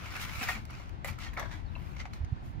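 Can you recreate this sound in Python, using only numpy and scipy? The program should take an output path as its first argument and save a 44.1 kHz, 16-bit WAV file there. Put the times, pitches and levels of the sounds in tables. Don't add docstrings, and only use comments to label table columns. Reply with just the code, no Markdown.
import sys
import numpy as np
from scipy import signal
from scipy.fft import rfft, irfft
from scipy.io import wavfile
from scipy.ndimage import uniform_filter1d

SR = 44100
rng = np.random.default_rng(int(sys.argv[2]) if len(sys.argv) > 2 else 0)


def materialize(psi):
    bounded = np.clip(np.atleast_2d(psi).T, -1, 1)
    quanta = np.round(bounded * 32767).astype(np.int16)
    wavfile.write(sys.argv[1], SR, quanta)


def rack_gain(trim_db):
    fader = np.asarray(trim_db, float)
    return 10 ** (fader / 20)


N = 114660


def evened(x):
    return x / np.sqrt(np.mean(x ** 2) + 1e-20)


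def read(points, hz):
    point_hz, value = np.transpose(points)
    return np.interp(np.log(hz + 1), np.log(point_hz + 1), value)


def add(mix, start_s, sound):
    part = mix[..., max(round(start_s * SR), 0):][..., :sound.shape[-1]]
    part += sound[..., :part.shape[-1]]


def slow(seconds):
    size = max(int(seconds * SR), 1)
    return evened(uniform_filter1d(uniform_filter1d(rng.standard_normal(N), size), size))


def colour(x, gain, lag_s=0.):
    hz = np.fft.rfftfreq(N, 1 / SR)
    delay = np.exp(-2j * np.pi * hz * lag_s)
    return irfft(rfft(x) * gain(hz) * delay, N)


def resonate(x, hz, width_hz):
    turn = np.exp(2j * np.pi * np.cumsum(hz * np.ones(len(x))) / SR)
    r = np.exp(-np.pi * width_hz / SR)
    for _ in range(2):
        x = 2 * (turn * signal.lfilter([1 - r], [1, -r], x / turn + 1e-18)).real
    return x


def wash():
    # hz, level_db_per_hz
    wash_spectrum = [(88, -37.5), (150, -14), (396, -28), (472, -30), (879, -24), (1030, -25),
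                     (4410, -44.5), (8050, -60), (15600, -68.5)]
    # hz, likeness_0_to_1
    likeness = [(200, 0.15), (1200, 0.85414), (3000, 0.093), (8000, 0.083)]

    def alike(hz):
        return read(likeness, hz)

    def tone(hz):
        low_cut = hz ** 4 / (hz ** 4 + 196.26 ** 4)
        high_cut = 1 / (1 + (hz / 12900) ** 24)
        return rack_gain(read(wash_spectrum, hz)) * low_cut * high_cut

    left, own = rng.standard_normal((2, N))
    right = colour(left, alike, lag_s=0.00043868) + colour(own, lambda hz: np.sqrt(1 - alike(hz) ** 2))
    level_db = -55 + 0.786 * slow(0.024)
    return rack_gain(level_db) * evened(np.array([colour(x, tone) for x in (left, right)]))


def wind():
    # time_s, level_db, left_minus_right_db
    breeze = [
        (0.0, -43.5, 7.5),
        (0.72, -43, 1.5),
        (0.95, -44.5, 10.5),
        (1.85, -42, 11),
        (2.6, -41, -10),
    ]
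    # hz, level_db_per_hz
    rumble = [(8.8, -57), (15, -22.5), (38, 1), (86, 1), (128, -4.5), (253, -15.5), (355, -20),
              (427, -33.5), (600, -34.5), (780, -30), (1320, -120)]
    # centre_s, peak_db, pitch_hz, cycles, left_minus_right_db
    buffets = [(2.213, -28.5, 65.26, 1.214, -8), (2.239, -27.5, 70.34, 1.558, -9),
               (2.329, -21.5, 98.48, 1.176, -9), (1.112, -34, 80.77, 1.357, 11.5),
               (1.3, -35.5, 56.15, 1.507, 12), (.419, -37, 237, 2.867, 0.5531),
               (.57, -44.5, 213.76, 13.87, -1), (1.647, -35.5, 81.3, 1.208, 13.5),
               (.36, -36, 87.56, 1.402, 5.5), (.505, -35.5, 65.5, 1.582, 5),
               (1.148, -35, 87.87, 1.4675, 11.5)]
    shared_share, lump_db, lump_s = .2, 1.8, .02
    t = np.arange(N) / SR
    s, db, pan_db = np.transpose(breeze)
    shared, out = rng.standard_normal(N), np.zeros((2, N))
    for port, side in enumerate((.5, -.5)):
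        air = (shared_share * shared + rng.standard_normal(N)) * rack_gain(lump_db * slow(lump_s))
        turbulence = evened(colour(air, lambda hz: rack_gain(read(rumble, hz))))
        out[port] = turbulence * rack_gain(np.interp(t, s, db + side * pan_db))
    u = np.arange(-.05, .05, 1 / SR)
    for centre_s, peak_db, hz, cycles, pan_db in buffets:
        push = np.exp(-(2 * u * hz / cycles) ** 2) * np.sin(2 * np.pi * hz * u + 0.8836)
        add(out, centre_s - .05, rack_gain(peak_db) * push * rack_gain([[pan_db / 2], [-pan_db / 2]]))
    return out


def creases(gains):
    # hz, level_db_per_hz
    sheet_spectrum = [(180, -29.5), (400, -9), (720, -1.5), (1900, -0.5), (2900, -6.5), (3500, -6.5),
                      (6200, -12.5), (7800, -18), (15600, -27)]
    # time_s, low_hz, high_hz
    bends = [
        (0.0, 1424, 2229),
        (1.3, 1250, 2150),
        (1.4, 1100, 1650),
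        (1.55, 900, 1700),
        (1.73, 1216, 2318),
        (2.3, 1250, 2004),
    ]
    clicks_per_s, spread_db, hiss = 6000, 3.5, 0.9
    ridge_db, ring_width_hz, box_db, ring_db = 3, 380, -9, -6
    click_db = spread_db * np.minimum(rng.exponential(1, N), 4)
    clicks = (rng.random(N) < clicks_per_s / SR) * rack_gain(click_db) * rng.choice([-1., 1.], N)
    drive = evened(clicks) + hiss * rng.standard_normal(N)

    z = signal.stft(colour(drive, lambda hz: rack_gain(read(sheet_spectrum, hz))), nperseg=512, noverlap=384)[2]
    ridges = uniform_filter1d(rng.standard_normal(z.shape), size=2, axis=0)
    ridges = evened(uniform_filter1d(ridges, size=30, axis=1))
    sheet = evened(signal.istft(z * rack_gain(ridge_db * ridges), nperseg=512, noverlap=384)[1][:N])

    s, low_hz, high_hz = np.transpose(bends)
    for bend_hz, db in (low_hz, box_db), (high_hz, ring_db), (1.242 * high_hz, ring_db - 5):
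        hz = np.interp(np.arange(N) / SR, s, bend_hz) * (1 + .07 * slow(0.029647))
        sheet = sheet + rack_gain(db) * evened(resonate(drive, hz, ring_width_hz))

    def octave_band(k):
        def gain(hz):
            place = np.clip(np.log2((hz + 1) / 375), 0, 5)
            return np.clip(1 - abs(place - k), 0, 1)
        return gain

    return sum(g * colour(sheet, octave_band(k)) for k, g in enumerate(gains))


def rustle():
    # time_s, level_db, crispness_db_per_octave, air_db
    drag = [
        (0., -50.5, -0.1723, -1),
        (.12, -48, 0.8339, 0.5),
        (.28, -46, 0.0614, 3),
        (.4, -46, 2, 1.5),
        (.54, -48, 1.5, -7),
        (.64, -64, 1.48, -1.5),
    ]
    # peak_s, fade_s (to -30 dB), level_db, crispness_db_per_octave, air_db
    swells = [(0.16698, 0.0553, -42.5, -1, 4.5), (0.22249, 0.0929, -44.5, 4, 0),
              (0.43363, 0.0541, -40, 2, 4.5), (0.50177, 0.1048, -44, 3, 1.5), (0.57, 0.0545, -47, -2, -2),
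              (0.76184, 0.2427, -55, 1.6006, -4.5), (1.8674, 0.4, -61, 0, 6),
              (1.092, 0.0571, -46.5, 1.867, 3), (1.08, 0.0251, -50.5, 4.5, 5), (1.23, 0.0881, -47, 3, -8),
              (1.2589, 0.1106, -51, 1, -9.5), (1.4256, 0.1259, -45, -3, 1), (1.5308, 0.1395, -54, 1, -3.5),
              (1.5, 0.2984, -71, 1, 1), (1.14, 0.0774, -58, 1.5, -3.5), (2.003, 0.0518, -48.5, 2.5, -18),
              (2.158, 0.08, -60, 1.3865, 0), (2.47, 0.12, -68, 3.5, 3), (.494, 0.0419, -38, -0.5, -2)]
    # start_s, fade_s (to -30 dB, sign ignored), level_db,
    # crispness_db_per_octave, air_db
    snaps = [(.409, 0.1356, -38.5, -1, -1), (0.488, 0.1024, -37.5, -0.5, 6.5),
             (1.0446, 0.0706, -41.5, 0.5, 7.5), (1.186, 0.1373, -51.5, 1.5, 2.5),
             (1.373, 0.133, -37.5, -3.5, -1.5), (1.396, 0.028, -41.5, 2.5, -0.5),
             (1.513, 0.1201, -47.5, 1, -10), (1.761, -0.0232, -52.5, -8.5, -30),
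             (2.053, 0.0431, -45.5, -1, -14), (2.133, -0.0414, -52.5, 5.5, -9.5),
             (2.246, -0.0094, -56.5, 4.5, -9.5), (1.367, 0.0933, -49, -4.5, -8),
             (.652, .012, -53, 4, 3),
        (.704, .02, -49, 2, 0),
        (.699, .05, -50, -2, -4),
        (.893, .01, -59, 3, 3),
        (1.333, .09, -52, -1, 8),
        (1.753, .03, -53, -3, -30),
        (1.964, .03, -50, 0.5, -20),
    ]
    snap_rise_s, swell_rise_per_fade = .0012, .6
    t, octave = np.arange(N) / SR, np.arange(-2, 4)[:, None]

    def tilt(crisp, air_db):
        return rack_gain(crisp * octave + air_db * (octave == 3))

    s, db, crisp, air_db = np.transpose(drag)
    force = rack_gain(np.interp(t, s, db, right=-120))
    power = (force * tilt(np.interp(t, s, crisp), np.interp(t, s, air_db))) ** 2

    def give(peak_s, rise_s, fade_s, bend, db, crisp, air_db):
        u = t - peak_s
        fall = np.where(u < 0, (u / rise_s) ** 2, abs(u / fade_s) ** bend)
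        return rack_gain(2 * db - 60 * fall) * tilt(crisp, air_db) ** 2

    for peak_s, fade_s, *tone in swells:
        power += give(peak_s, swell_rise_per_fade * fade_s, fade_s, 1.5, *tone)
    for start_s, fade_s, *tone in snaps:
        power += give(start_s + snap_rise_s, snap_rise_s, fade_s, 1, *tone)
    clumps_db = 1.3239 * slow(0.003252)
    gains = np.sqrt(power) * rack_gain(clumps_db)
    return [creases(gains) for _ in range(3)]


def folds():
    # start_s, peak_db, ring_hz, t60_s, crack_db
    single_folds = [(.401, -41, 7530, 0.0842, -29), (.414, -32.5, 1988, 0.05097, -19.5),
                    (.431, -38, 2201, 0.0533, -25), (0.435, -37, 5475, 0.0397, -24),
                    (.435, -49, 15440, 0.0298, -30), (.473, -34.5, 2269, 0.0815, -29.5),
                    (0.4864, -26.5, 1863, 0.0983, -3), (.4868, -33, 1400, 0.0567, -30),
                    (.493, -35, 2166, 0.06113, -25), (.4965, -36, 1982, 0.044, -4),
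                    (.557, -39, 2212, .04, -29.5), (.7053, -52, 11020, 0.02086, -6),
                    (.7487, -51, 4977, 0.0207, -11.5), (.799, -42.5, 1087, 0.03684, -17),
                    (.798, -44.5, 723.7, 0.03605, -29.5), (1.045, -33, 546.7, 0.06582, -29.5),
                    (1.0451, -28, 1988, 0.01738, -15), (1.0455, -42, 7335, 0.0249, -19),
                    (1.0455, -46.5, 11420, 0.02616, -20), (1.061, -41.5, 2233, 0.026, -19),
                    (1.0838, -38, 2333, 0.0485, -25.5), (1.184, -39.5, 1332, 0.02642, -17.5),
                    (1.262, -42, 1849, 0.07036, -30), (1.283, -49, 3252, 0.0429, -30),
                    (1.333, -44.5, 1060, 0.03344, -15), (1.368, -33, 2194, 0.0624, -30),
                    (1.3741, -34.5, 1325, 0.0545, -8), (1.396, -35.5, 6024, 0.02073, 0.5),
                    (1.3965, -44.5, 13440, 0.01248, -20.5), (1.396, -38, 2043, 0.01898, -19),
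                    (1.753, -42.5, 2692, 0.0436, -45), (1.755, -53, 4104, .04, -45),
                    (1.762, -39, 994.3, 0.02936, -29.5), (1.967, -45, 2189, 0.02872, -15),
                    (1.966, -55, 5870, .03, -10), (2.001, -35.5, 2078, 0.03165, -14),
                    (2.054, -37.5, 775.7, 0.04487, -38.5), (2.056, -46, 2086, 0.03017, -24),
                    (2.134, -47.5, 4246, 0.03494, -6.5), (2.2467, -55.5, 6220, 0.0304, -2.5)]
    # start_s, peak_db, ring_hz, t60_s
    knocks = [
        (.416, -37.5, 718.9, 0.07283),
        (.488, -35, 729, 0.083),
        (.503, -41, 851.8, 0.05445),
        (1.047, -37.5, 787.4, 0.04295),
        (1.082, -42, 881.8, 0.07158),
        (1.376, -35.5, 700.3, 0.06774),
        (1.41, -39, 853.5, 0.07913),
        (1.43, -39, 623.8, 0.0553),
        (2.003, -44.5, 3904, 0.0344),
        (1.999, -46, 4720, 0.03346),
    ]
    fold_db, blur_share, rise_turns = -1.5, 0.5544, 1.6364
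    width_hz, crack_t60_s = 260, .004
    out, t = np.zeros(N), np.arange(6000) / SR
    rows = single_folds + [tuple(row) + (-60,) for row in knocks]
    for start_s, db, hz, t60_s, crack_db in rows:
        noise = rng.standard_normal(len(t))
        blur = evened(resonate(noise, hz, width_hz))
        rise = np.sin(np.pi / 2 * np.minimum(t * hz / rise_turns, 1)) ** 2
        ring = (np.sin(2 * np.pi * hz * t) + blur_share * blur) * rack_gain(-60 * t / t60_s) * rise
        crack = uniform_filter1d(np.sign(noise), size=2) * rack_gain(crack_db - 60 * t / crack_t60_s)
        add(out, start_s, rack_gain(db + fold_db) * (ring + crack))
    return out


def yard(x):
    # hz, t60_s
    decay = [(500, .25), (2000, .2), (8000, .12)]
    taps, count = np.zeros((2, SR // 2)), SR // 40 - 9
    at = 120 + 20 * np.arange(count) + rng.integers(0, 20, (2, count))
    np.put_along_axis(taps, at, rng.choice([-1., 1.], at.shape), 1)
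    hz, t, z = signal.stft(taps, SR, nperseg=256)
    tail = signal.istft(z * rack_gain(-60 * t / read(decay, hz)[:, None]), SR, nperseg=256)[1]
    return signal.fftconvolve(x[None], tail / np.linalg.norm(tail[0]), axes=1)[:, :N]


def paper():
    alike, lag_s, pan_db, right_air_db, yard_db = 0.48156, 0.00006, 0.916, 2.5, -9
    shared, left, right = rustle()
    both, own = alike * shared + folds(), np.sqrt(1 - alike ** 2)
    pair = np.array([both + own * left, colour(both, np.ones_like, lag_s) + own * right])
    pair[1] = colour(pair[1], lambda hz: rack_gain(right_air_db * np.clip(hz / 6000 - 1, 0, 1)))
    return pair * rack_gain([[pan_db / 2], [-pan_db / 2]]) + rack_gain(yard_db) * yard(both)


def bird():
    # time_s, pitch_hz, level_db
    chirp = [
        (1.655, 4426, -74.5),
        (1.675, 4250, -66),
        (1.684, 3689, -64),
        (1.693, 4000, -69.5),
        (1.71, 3715, -71),
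        (1.72, 3648, -90.5),
    ]
    # start_s, length_s, from_hz, to_hz, level_db
    cheeps = [
        (1.822, 0.0335, 2850, 2750, -70),
        (1.865, 0.01928, 2500, 2462, -67),
        (1.893, 0.043, 4450, 4043, -69.5),
        (1.928, 0.03324, 2600, 2580, -64),
    ]
    s, hz, db = np.transpose(chirp)
    t, out = np.arange(s[0], s[-1], 1 / SR), np.zeros(N)
    phase = 2 * np.pi * np.cumsum(np.interp(t, s, hz)) / SR
    add(out, s[0], rack_gain(np.interp(t, s, db)) * np.sin(phase))
    for start_s, length_s, from_hz, to_hz, level_db in cheeps:
        u = np.arange(0, 1, 1 / (length_s * SR))
        phase = 2 * np.pi * np.cumsum(from_hz + (to_hz - from_hz) * u) / SR
        add(out, start_s, rack_gain(level_db) * np.sin(np.pi * u) * np.sin(phase))
    return out * (1 + .7 * slow(.002))


def scene():
    return wash() + wind() + paper() + bird()


def band_limit(x):
    return signal.sosfilt(signal.butter(12, 15730, fs=SR, output="sos"), x)


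def record(dry):
    dip_hz, dip_db, dip_width_hz, edge_hz = 8744.7, -9.5, 350, 15740

    def port(hz):
        return rack_gain(dip_db / (1 + ((hz - dip_hz) / dip_width_hz) ** 2)) * (hz < edge_hz)

    mix = np.array([colour(x, port) for x in dry])
    return band_limit(mix)


dry = scene()
out = record(dry)
materialize(out)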